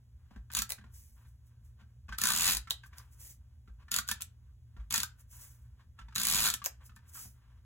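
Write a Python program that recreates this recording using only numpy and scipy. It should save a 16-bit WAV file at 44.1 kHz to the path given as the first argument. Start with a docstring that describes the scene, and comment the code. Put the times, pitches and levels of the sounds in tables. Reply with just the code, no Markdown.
"""A small room hums and a hand brushes, knocks and leans at a table with a craft mat and paper strips.
Then a hand-held tape runner lays adhesive in six strokes: its ratchet ticks into the hollow plastic case,
the tape peels and the roller rumbles on the table. Glue snaps; between strokes the case knocks and paper slides.
One lift flicks the plastic tip, and the reel chirps just before the last stroke.
Shaped noise makes the rasps and rustles, fading sine waves the ringing case; two microphones stand close by."""
import sys
import numpy as np
from scipy import signal
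from scipy.fft import rfft, irfft, next_fast_len
from scipy.io import wavfile

SR = 44100
rng = np.random.default_rng(int(sys.argv[2]) if len(sys.argv) > 2 else 0)


def wav_record(signal):
    """Record a signal, one row per channel, as 16-bit PCM in the file named by sys.argv[1]."""
    frames = np.transpose(np.atleast_2d(signal))
    bounded = np.clip(frames, -1, 1)
    # unit amplitude maps onto the largest positive 16-bit level
    quanta = np.round(bounded * 32767).astype(np.int16)
    wavfile.write(sys.argv[1], SR, quanta)


N = 337365
TIME = np.arange(N) / SR

# Event levels below are in dB before each sound's own level settings; spectra are relative.
# Low air noise of the room. Each row: frequency in Hz, level in dB per Hz.
AIR_SPECTRUM = [(20, -29), (40, -12), (55, 0.5), (82, 3), (100, -8.5), (120, -2.5), (150, -21),
                (220, -24.5), (300, -34.5), (700, -42), (1300, -48.5), (2500, -47.5), (7000, -47.5),
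                (16000, -51.5)]
# Steady low tones in the room: hum near 59 and 118 Hz and a faint fan-like whine near 229 Hz.
# Each row: frequency in Hz, level in dB rms before it wavers.
ROOM_TONES = [(59.2, -62.5), (117.5, -63.5), (229, -84.5)]
# The hand brushing over paper and case. Each row: start in seconds, hold in seconds, level in dB,
# release in seconds.
BRUSH_MOVES = [(0.31, 0.047, -72.5, .02), (1.17, 0.088, -73, 0.015), (1.8, 0.011, -63, 0.016),
               (2.93, .07, -66, .06), (3.8, 0.031, -67.5, 0.0071), (4.8, 0.014, -65, 0.013),
               (5.19, 0.017, -71, .02), (5.33, .12, -70, .07), (5.795, .015, -65, 0.017),
               (5.99, .01, -61, 0.022), (6.81, 0.024, -66.5, 0.025), (7.03, 0.094, -74.5, 0.023),
               (7.154, 0.014, -69, 0.023), (7.35, 0.23, -78, .03)]
# Skin rubbing on the hollow case. Each row: frequency in Hz, level in dB per Hz.
RUB_SPECTRUM = [(200, -13), (600, -12.5), (1000, -5), (1550, -1), (2000, -10), (3000, -11), (6000, -22.5),
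                (16000, -34)]
# The case knocking as it is gripped and set down. Each row: time in seconds, level in dB,
# level of the thud through the table in dB.
CASE_KNOCKS = [(0.307, -57, -47.5), (.359, -51, -46), (.501, -43, -63.5), (.783, -47.5, -50),
               (.839, -52.5, -50.5), (1.808, -57, -55.5), (2.082, -50, -49), (2.089, -39, -46),
               (2.123, -33, -52.5), (2.672, -41, -60.5), (2.834, -44, -63.5), (2.93, -49.5, -75.5),
               (2.996, -51, -69), (3.675, -55.5, -54), (3.881, -48.5, -73), (4.203, -47, -58),
               (4.765, -53, -49.5), (5.989, -40.5, -60), (6.083, -50, -63.5), (6.123, -50, -71.5),
               (6.617, -39.5, -62.5), (6.893, -51.5, -63), (6.964, -51, -65.5), (7.152, -46.5, -76),
               (7.175, -47, -64), (7.25, -59, -51.5)]
# Tones at which the plastic case rings. Each row: usual frequency in Hz, usual level in dB,
# time to fade by 60 dB in seconds.
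CASE_MODES = [(1043, -12.5, 0.041), (1123, -8, .03), (1313, -2, 0.04), (1443, 0, 0.052),
              (1585, -3.5, 0.031), (1715, -3, .04), (1830, -8, 0.028), (2200, -12, .02), (2544, -10, 0.043),
              (3180, -13.5, 0.027)]
# The dull scuff of a knock. Each row: frequency in Hz, level in dB per Hz.
SCUFF_SPECTRUM = [(200, 3), (500, -17.5), (1100, 4.5), (2600, 1.5), (4500, -2.5), (7000, -8),
                  (16000, -23.5)]
# A dull blow through the table. Each row: frequency in Hz, level in dB per Hz.
THUD_SPECTRUM = [(50, -7.5), (110, 1), (160, -6), (212, 5), (290, -15), (390, -12.5), (550, -21.5),
                 (750, -15), (1200, -28), (3000, -45.5)]
# The hand landing or leaning on the table. Each row: start in seconds, peak level in dB.
HAND_THUMPS = [(0.368, -42.5), (0.573, -44), (2.095, -39.5), (2.551, -39), (3.693, -44.5), (4.785, -36.5),
               (6.008, -45)]
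# Glue and paper letting go. Each row: time in seconds, level in dB,
# slap of the paper on the mat in dB relative to that, length of the pull before it in seconds.
GLUE_SNAPS = [(0.5362, -28, -16, .019), (0.7043, -20.5, -18, .011), (0.7203, -20, -19, 0.00033),
              (2.7073, -18.5, -18, 0), (2.9832, -35, -34, 0), (4.0778, -31, -34, 0),
              (4.2205, -22.5, -30, .012), (6.1546, -26, -30.5, 0.0004), (6.6602, -16, -14.5, .018),
              (6.9627, -45.5, -28, 0.00084)]
# Paper slapping the mat. Each row: frequency in Hz, level in dB per Hz.
SLAP_SPECTRUM = [(100, -29), (220, -11.5), (450, 1), (700, 2.5), (1200, 1.5), (2000, 3), (4000, -38),
                 (12000, -7.5)]
# Bright ticks, also used for glue cracks. Each row: frequency in Hz, level in dB per Hz.
TICK_SPECTRUM = [(300, -26), (900, -17.5), (2100, -10.5), (2600, -3.5), (3200, -3.5), (3900, -0.5),
                 (5500, -1), (7000, 1.5), (8000, -2), (8700, -1.5), (9500, 0), (11500, -2.5), (13000, 0),
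                 (16000, -3)]
# The hand's push, one list per stroke from its first ratchet tooth. Each row: time in seconds,
# speed in teeth per second, pressure in dB, ring of the case in dB relative to the pressure.
PUSH_STROKES = [
    [(0.5499, 51.7, -19, -16), (0.58, 51.5, -17.5, -18), (0.62, 20.85, -18, -13)],
    [(2.1851, 23.5, -21.5, -13), (2.25, 60.2, -16, -11), (2.33, 63.2, -17, -13.5),
     (2.38, 91.4, -20.5, -18.5), (2.42, 81, -16.5, -19), (2.5, 99, -18, -16.5), (2.57, 40, -21, -19)],
    [(3.9165, 36, -20, -16), (3.945, 47, -16.5, -11), (3.99, 40, -18, -8)],
    [(4.0882, 39.6, -19, -5.5), (4.12, 39, -18, -2)],
    [(4.9077, 56.6, -22.5, -10.5), (4.925, 59.8, -22, -19), (4.941, 60, -16, -11), (4.985, 45, -19, -19),
     (5.035, 27, -20.5, -14)],
    [(6.1596, 40.5, -20, -12), (6.2, 61.1, -20.5, -18), (6.25, 52.4, -18.5, -21), (6.3, 74.6, -16.5, -27),
     (6.37, 105, -19.5, -14), (6.47, 116.1, -19, -8.5), (6.51, 30.1, -18.5, -17.5), (6.55, 10, -18, -19)],
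]
# Adhesive peeling. Each row: frequency in Hz, level in dB per Hz.
PEEL_SPECTRUM = [(300, -27.5), (800, -14), (1300, 0.5), (1750, -10), (2100, -5), (2500, 1), (3000, -2.5),
                 (4000, 4), (5500, -5), (7000, 0), (11000, 0.5), (16000, -32.5)]
# The roller's rumble. Each row: frequency in Hz, level in dB per Hz.
ROLL_SPECTRUM = [(40, -10), (110, -4), (200, 4), (290, -20), (380, 1), (530, -28), (700, 3.5), (1000, -4),
                 (2000, -21)]
# Resonances of the taut tape and the paper under it. Each row: frequency in Hz, width in Hz, level in dB.
TAPE_RESONANCES = [(1250, 130, -5), (1870, 320, -1), (2600, 640, -.5), (3800, 660, 1.5)]
# Fingers and paper sliding over the mat. Each row: start in seconds, hold in seconds, hiss level in dB,
# release in seconds.
PAPER_SLIDES = [(0.946, 0, -56, 0.11), (1.282, 0, -69.5, .015), (1.47, 0.0067, -72, .015),
                (1.65, 0.015, -73.5, 0.033), (2.868, 0, -59.5, .006), (2.978, 0.0045, -60.5, 0.036),
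                (3.128, 0.0063, -63.5, 0.016), (3.205, 0.11, -53.5, 0.019), (5.2, 0.0083, -62, 0.012),
                (5.316, 0.052, -57, .04), (5.41, 0.0084, -52.5, 0.07), (6.862, 0.0018, -54.5, .012),
                (7.098, 0, -57, .005), (7.15, 0.08, -47, 0.036)]
# The hiss of sliding. Each row: frequency in Hz, level in dB per Hz.
SLIDE_SPECTRUM = [(300, -11), (1000, -18), (2200, -12), (4000, -13), (6000, -2.5), (8500, -1), (11000, -1),
                  (16000, -2.5)]
# The flicked plastic tip. Each row: frequency in Hz, level in dB per Hz.
TIP_SPECTRUM = [(1000, -21.5), (2300, -16), (2800, -9), (3300, -4), (3750, 2.5), (4300, -10.5),
                (5200, -17.5), (16000, -19)]
# How the room's echo fades. Each row: frequency in Hz, time to fade by 60 dB in seconds.
ROOM_FADE = [(150, 0.25), (500, 0.2), (1500, 0.26), (4000, 0.19), (9000, 0.16), (16000, 0.092)]
# The two microphones. 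Each row: frequency in Hz, how far left leads right in radians.
LEFT_LEAD = [(0, 0), (1700, 0), (2300, 1.7), (3300, 1.4), (4800, 3.2), (9000, 9.4), (13200, 15.7),
             (15300, 18.8), (22050, 20)]

CUTOFF_HZ = 16200
USUAL_SPEED = 60  # teeth per second
# how unlike the teeth are: spread of the tick and of the ring
TICK_SPREAD_DB, RING_SPREAD_DB = 1.05, 3.0
# the pawl bounces once on each tooth, on average after this delay
BOUNCE_S, BOUNCE_DB = .0025, -7
# growth with each doubling of speed
PEEL_SPEED_DB, ROLL_SPEED_DB = 6, 11.5
# the peel starts almost at once, the rumble builds up; both die away after the stroke
PEEL_ATTACK_S, PEEL_RELEASE_S, ROLL_ATTACK_S, ROLL_RELEASE_S = .004, 0.01, .03, .018
# single strands of glue part during the pull: spacing, level relative to the last snap
STRAND_GAP_S, STRAND_DB = .007, -9
# each knock rebounds once, on average after this delay
REBOUND_S, REBOUND_DB = .022, -9


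def from_db(db):
    """Turn decibels into a gain."""
    return 10 ** (np.asarray(db) / 20)


def rms_one(x):
    """Scale a sound to an rms (average strength) of one."""
    return x / np.sqrt(np.mean(x ** 2) + 1e-20)


def at_hz(points, hz):
    """Read a table between its rows, with frequency on a log scale."""
    f, value = np.transpose(points)
    return np.interp(np.log(np.maximum(hz, 1)), np.log(f), value)


def colour(x, spectrum):
    """Filter to a spectrum without sound before its cause (minimum phase); white noise keeps its power."""
    size = 2 * next_fast_len(N)
    gain = rms_one(from_db(at_hz(spectrum, np.fft.rfftfreq(size, 1 / SR))))
    # folding the cepstrum forward in time gives the minimum-phase filter
    cepstrum = irfft(np.log(gain))
    cepstrum[1:size // 2] *= 2
    cepstrum[size // 2 + 1:] = 0
    return irfft(rfft(x, size) * np.exp(rfft(cepstrum)))[..., :N]


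def drift(rate):
    """Wander along straight lines between random knots of unit spread, `rate` knots a second."""
    knots = rng.standard_normal(N // 20)
    return np.interp(TIME * rate, np.arange(len(knots)), knots)


def pair_noise(length, apart_db):
    """White noise at two microphones: a shared part and a part of their own."""
    shared = rng.standard_normal(length)
    own = rng.standard_normal((2, length))
    return rms_one(shared + from_db(apart_db) * own)


def grains(per_s, spread_db):
    """Tiny random slips of uneven size, scaled to rms one."""
    sizes = from_db(spread_db * np.minimum(rng.exponential(1, N), 4))
    happens = rng.random(N) < per_s / SR
    return rms_one(happens * sizes * rng.choice([-1, 1], N))


def swells(rows, attack_s):
    """Gain of hand movements that each swell up to their start time, hold and die away."""
    total = 0
    for s, hold, db, release in rows:
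        rising = (TIME - s) / attack_s
        falling = (s + hold - TIME) / release
        total = total + from_db(db) * np.exp(np.minimum(np.minimum(rising, falling), 0))
    return total


def bursts(times, levels_db, rise_s, decay_s, alike, apart_db):
    """A brief rasp at each contact; contacts of one part share some of their fine shape if alike > 0."""
    t = TIME[:SR // 15]
    shape = (1 - np.exp(-t / rise_s)) * np.exp(-t / decay_s)
    shape /= shape.max()
    strength = np.sqrt(np.mean(shape ** 2))
    shared = pair_noise(len(t), apart_db)
    out = np.zeros((2, N + len(t)))
    for s, db in zip(times, levels_db):
        fresh = pair_noise(len(t), apart_db)
        rasp = shape * (np.sqrt(alike) * shared + np.sqrt(1 - alike) * fresh)
        out[:, int(s * SR):][:, :len(t)] += from_db(db) * rms_one(rasp) * strength
    return out[:, :N]


def case(times, levels_db, scatter_db, detune, rise_s):
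    """Each blow rings the case's tones with strengths of its own; the changing grip shifts them a little."""
    t = TIME[:SR // 12]
    hz, mode_db, t60 = np.transpose(CASE_MODES)[:, :, None]
    out = np.zeros(N + len(t))
    for s, db in zip(times, levels_db):
        strength, shift, phase = rng.standard_normal((3, len(CASE_MODES), 1))
        fading = from_db(mode_db + scatter_db * strength) * np.exp(-np.log(1000) * t / t60)
        tones = np.sin(2 * np.pi * (hz * (1 + detune * shift) * t + phase))
        sound = np.sum(fading * tones, axis=0) * (1 - np.exp(-t / rise_s))
        out[int(s * SR):][:len(t)] += from_db(db) * sound / np.abs(sound).max()
    return out[:N]


def background(air_db=-57.5, waver_db=-1.2):
    """Low room rumble, faint hiss and a wavering low hum with a faint fan-like whine."""
    air = colour(pair_noise(N, apart_db=-15.5), AIR_SPECTRUM)
    tones = 0
    for hz, db in ROOM_TONES:
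        level = from_db(db + waver_db * drift(7.9))
        tones = tones + level * np.sin(2 * np.pi * hz * TIME + 0.2 * drift(3.3))
    return from_db(air_db) * air + np.sqrt(2) * tones  # root two turns rms into peak


def brushes(level_db=-3, uneven_db=-2.0, restless_db=-88, restless_spread_db=5.0):
    """Skin catching on paper and case gives a soft, uneven rustle; the hands are never quite still."""
    rustle = colour(grains(per_s=4000, spread_db=1.5), RUB_SPECTRUM) * from_db(uneven_db * drift(70))
    restless = from_db(restless_db + restless_spread_db * drift(10))
    moves = from_db(level_db) * swells(BRUSH_MOVES, attack_s=0.0079)
    return (moves + restless) * rustle


def knocks(case_db=-2, scuff_db=-13, thud_db=-7):
    """Soft contacts ring the case and rebound, with a dull scuff and a thud through the table."""
    rebounds = []
    for s, db, weight_db in CASE_KNOCKS:
        later = s + REBOUND_S * rng.uniform(.7, 1.3)
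        rebounds.append((later, db + REBOUND_DB, weight_db + REBOUND_DB))
    s, db, weight_db = np.vstack([CASE_KNOCKS, rebounds]).T
    scuff = bursts(s, db + scuff_db, rise_s=0.0035, decay_s=0.0062, alike=0, apart_db=-10.5)
    thud = bursts(s, weight_db + thud_db, rise_s=0.0049, decay_s=0.0098, alike=0, apart_db=-5.5)
    ringing = case(s, db + case_db, scatter_db=4.0, detune=0.079, rise_s=0.0021)
    return ringing + colour(scuff, SCUFF_SPECTRUM) + colour(thud, THUD_SPECTRUM)


def table(table_hz=55, swell_s=0.023, level_db=0):
    """Pressure on the table top swells into its lowest tone and dies away."""
    out = np.zeros(N)
    for s, db in HAND_THUMPS:
        t = np.maximum(TIME - s, 0)
        swell = t / swell_s * np.exp(1 - t / swell_s)
        out += from_db(db + level_db) * swell * np.sin(2 * np.pi * table_hz * t)
    return out


def snaps(snap_db=-3, slap_db=-7, stretch_db=-26, stretch_lead_s=0.0081):
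    """The glue stretches, parts strand by strand, lets go with a crack, and the paper drops back on the mat."""
    s, db, drop_db, _ = np.transpose(GLUE_SNAPS)
    strands = []
    for end, peak_db, _, pull_s in GLUE_SNAPS:
        for lead in np.arange(pull_s, 0, -STRAND_GAP_S):
            strands.append((end - lead, peak_db + STRAND_DB))
    crack_s, crack_db = np.transpose(strands + list(zip(s, db)))
    stretch = bursts(s - stretch_lead_s, db + stretch_db, rise_s=.005, decay_s=0.0048, alike=0, apart_db=-6.0)
    crack = bursts(crack_s, crack_db + snap_db, rise_s=0.00014, decay_s=0.00085, alike=0, apart_db=-6.0)
    slap = bursts(s, db + drop_db + slap_db, rise_s=0.00085, decay_s=0.0069, alike=0, apart_db=0)
    return colour(stretch + crack, TICK_SPECTRUM) + colour(slap, SLAP_SPECTRUM)


def teeth():
    """The pawl drops each time the reel has turned by one tooth: rows of (s, pressure dB, ring dB)."""
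    rows = []
    for stroke in PUSH_STROKES:
        s, speed, pressure_db, ring_db = np.transpose(stroke)
        t = np.arange(s[0], s[-1], 1 / SR)
        turned = np.cumsum(np.interp(t, s, speed)) / SR  # in teeth
        drops = np.interp(np.arange(turned[-1]), turned, t)
        rows += zip(drops, np.interp(drops, s, pressure_db), np.interp(drops, s, ring_db))
    return np.array(rows)


def ratchet(tick_db=-2.5, case_db=-3.0, drag_db=-23, drag_lead_s=0.0048, thud_db=-30):
    """The pawl drags up each tooth and drops with a bright, bouncing tick that rings case and jolts table."""
    s, db, ring_db = teeth().T
    uneven = rng.standard_normal((len(s), 2))
    db = db + TICK_SPREAD_DB * uneven[:, 0]
    ring_db = ring_db + RING_SPREAD_DB * uneven[:, 1]
    drag = bursts(s - drag_lead_s, db + drag_db, rise_s=.004, decay_s=0.0035, alike=0, apart_db=-9.5)
    bounce = s + BOUNCE_S * rng.uniform(.5, 1.5, len(s))
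    ticks = bursts(np.r_[s, bounce], np.r_[db, db + BOUNCE_DB] + tick_db,
                   rise_s=0.00046, decay_s=.0008, alike=0.24, apart_db=-5.0)
    thud = bursts(s, db + thud_db, rise_s=0.0011, decay_s=0.0057, alike=0, apart_db=-2)
    ringing = case(s, db + ring_db + case_db, scatter_db=5.0, detune=0.05, rise_s=0.00096)
    return colour(ticks + drag, TICK_SPECTRUM) + ringing + colour(thud, THUD_SPECTRUM)


def effort(speed_db, attack_s, release_s):
    """Gain that follows the pressure and speed of each stroke, with an attack and a release."""
    out = np.zeros(N)
    for stroke in PUSH_STROKES:
        s, speed, pressure_db, _ = np.transpose(stroke)
        doublings = np.log2(np.interp(TIME, s, speed) / USUAL_SPEED)
        db = np.interp(TIME, s, pressure_db) + speed_db * doublings
        attack = 1 - np.exp(-np.maximum(TIME - s[0], 0) / attack_s)
        release = np.exp(-np.maximum(TIME - s[-1], 0) / release_s)
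        out += from_db(db) * attack * release
    return out


def resonate(x, hz, width_hz):
    """Let through a narrow band around one frequency, as a resonance does."""
    return signal.lfilter(*signal.iirpeak(hz, hz / width_hz, fs=SR), x)


def tape(peel_db=-22.5, roll_db=-42, flutter_db=2.5, shifting_db=6.0, modes_db=-3,
         boom_db=1, boom_hz=58, boom_width_hz=35):
    """Adhesive crackles off its carrier through changing resonances; the roller rumbles and booms the table."""
    crackle = grains(per_s=3500, spread_db=2.0) * from_db(flutter_db * drift(200))
    peel = colour(crackle, PEEL_SPECTRUM)
    for hz, width, db in TAPE_RESONANCES:
        peel = peel + resonate(crackle, hz, width) * from_db(db + modes_db + shifting_db * drift(25))
    boom = rms_one(resonate(rng.standard_normal(N), boom_hz, boom_width_hz))
    roll = colour(pair_noise(N, apart_db=4.0), ROLL_SPECTRUM) + from_db(boom_db) * boom
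    peel_gain = from_db(peel_db) * effort(PEEL_SPEED_DB, PEEL_ATTACK_S, PEEL_RELEASE_S)
    roll_gain = from_db(roll_db) * effort(ROLL_SPEED_DB, ROLL_ATTACK_S, ROLL_RELEASE_S)
    return peel_gain * peel + roll_gain * roll


def slides(level_db=0):
    """Skin and paper gliding on the mat give a fine, high hiss."""
    hiss = colour(grains(per_s=17000, spread_db=5.5), SLIDE_SPECTRUM) * from_db(0.53 * drift(71))
    return from_db(level_db) * swells(PAPER_SLIDES, attack_s=0.013) * hiss


def tip(start_s=2.7066, decay_s=0.002, level_db=-22):
    """One lift flicks the runner's plastic tip: a very short burst of noise in the tip's own colour."""
    flick = bursts([start_s], [level_db], rise_s=0.00021, decay_s=decay_s, alike=0, apart_db=-6.0)
    return colour(flick, TIP_SPECTRUM)


def squeak(start_s=6.153, squeak_hz=3900, length_s=0.021, level_db=-33):
    """The reel chirps as it starts to turn: a short, unsteady high tone."""
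    swell = np.sin(np.pi * np.clip((TIME - start_s) / length_s, 0, 1))
    return from_db(level_db) * swell * np.sin(2 * np.pi * squeak_hz * TIME + 0.86 * drift(430))


def room(x, near_db=-6.0, near_s=.011, far_db=-10.0):
    """Quick reflections from desk and hands, then the room's tail; mostly different at the two microphones."""
    t = TIME[:SR // 2]
    white, early = pair_noise(len(t), apart_db=2), pair_noise(len(t), apart_db=9)
    freqs, edges = np.fft.rfftfreq(len(t), 1 / SR), np.geomspace(120, SR / 2, 12)
    far = 0
    # each band of the tail fades at its own pace
    for low, high in zip(edges, edges[1:]):
        band = irfft(rfft(white) * ((freqs >= low) & (freqs < high)), len(t))
        far = far + band * np.exp(-np.log(1000) * t / at_hz(ROOM_FADE, np.sqrt(low * high)))
    far = far * np.clip(t / 0.0048, 0, 1)
    near = early * np.exp(-t / near_s) * (t > .0005)
    response = (from_db(near_db) * rms_one(near) + from_db(far_db) * rms_one(far)) / np.sqrt(len(t))
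    return x + signal.fftconvolve(x, response, axes=1)[:, :N]


def scene():
    """The work at the table, heard in the room."""
    handling = brushes() + knocks() + slides()
    runner = snaps() + ratchet() + tape() + tip() + squeak()
    return background() + table() + room(handling + runner)


def record(dry):
    """The treble reaches the left microphone before the right; the top is cut."""
    size = next_fast_len(N + SR // 10)
    lead = np.interp(np.fft.rfftfreq(size, 1 / SR), *np.transpose(LEFT_LEAD))
    # half the lead moves left forward, the other half moves right back
    turn = np.exp(.5j * lead * np.array([[1], [-1]]))
    pair = irfft(rfft(dry, size) * turn, size)[:, :N]
    top_cut = signal.ellip(10, .05, 60, CUTOFF_HZ, fs=SR, output="sos")
    return signal.sosfiltfilt(top_cut, pair)


dry = scene()
out = record(dry)
wav_record(out)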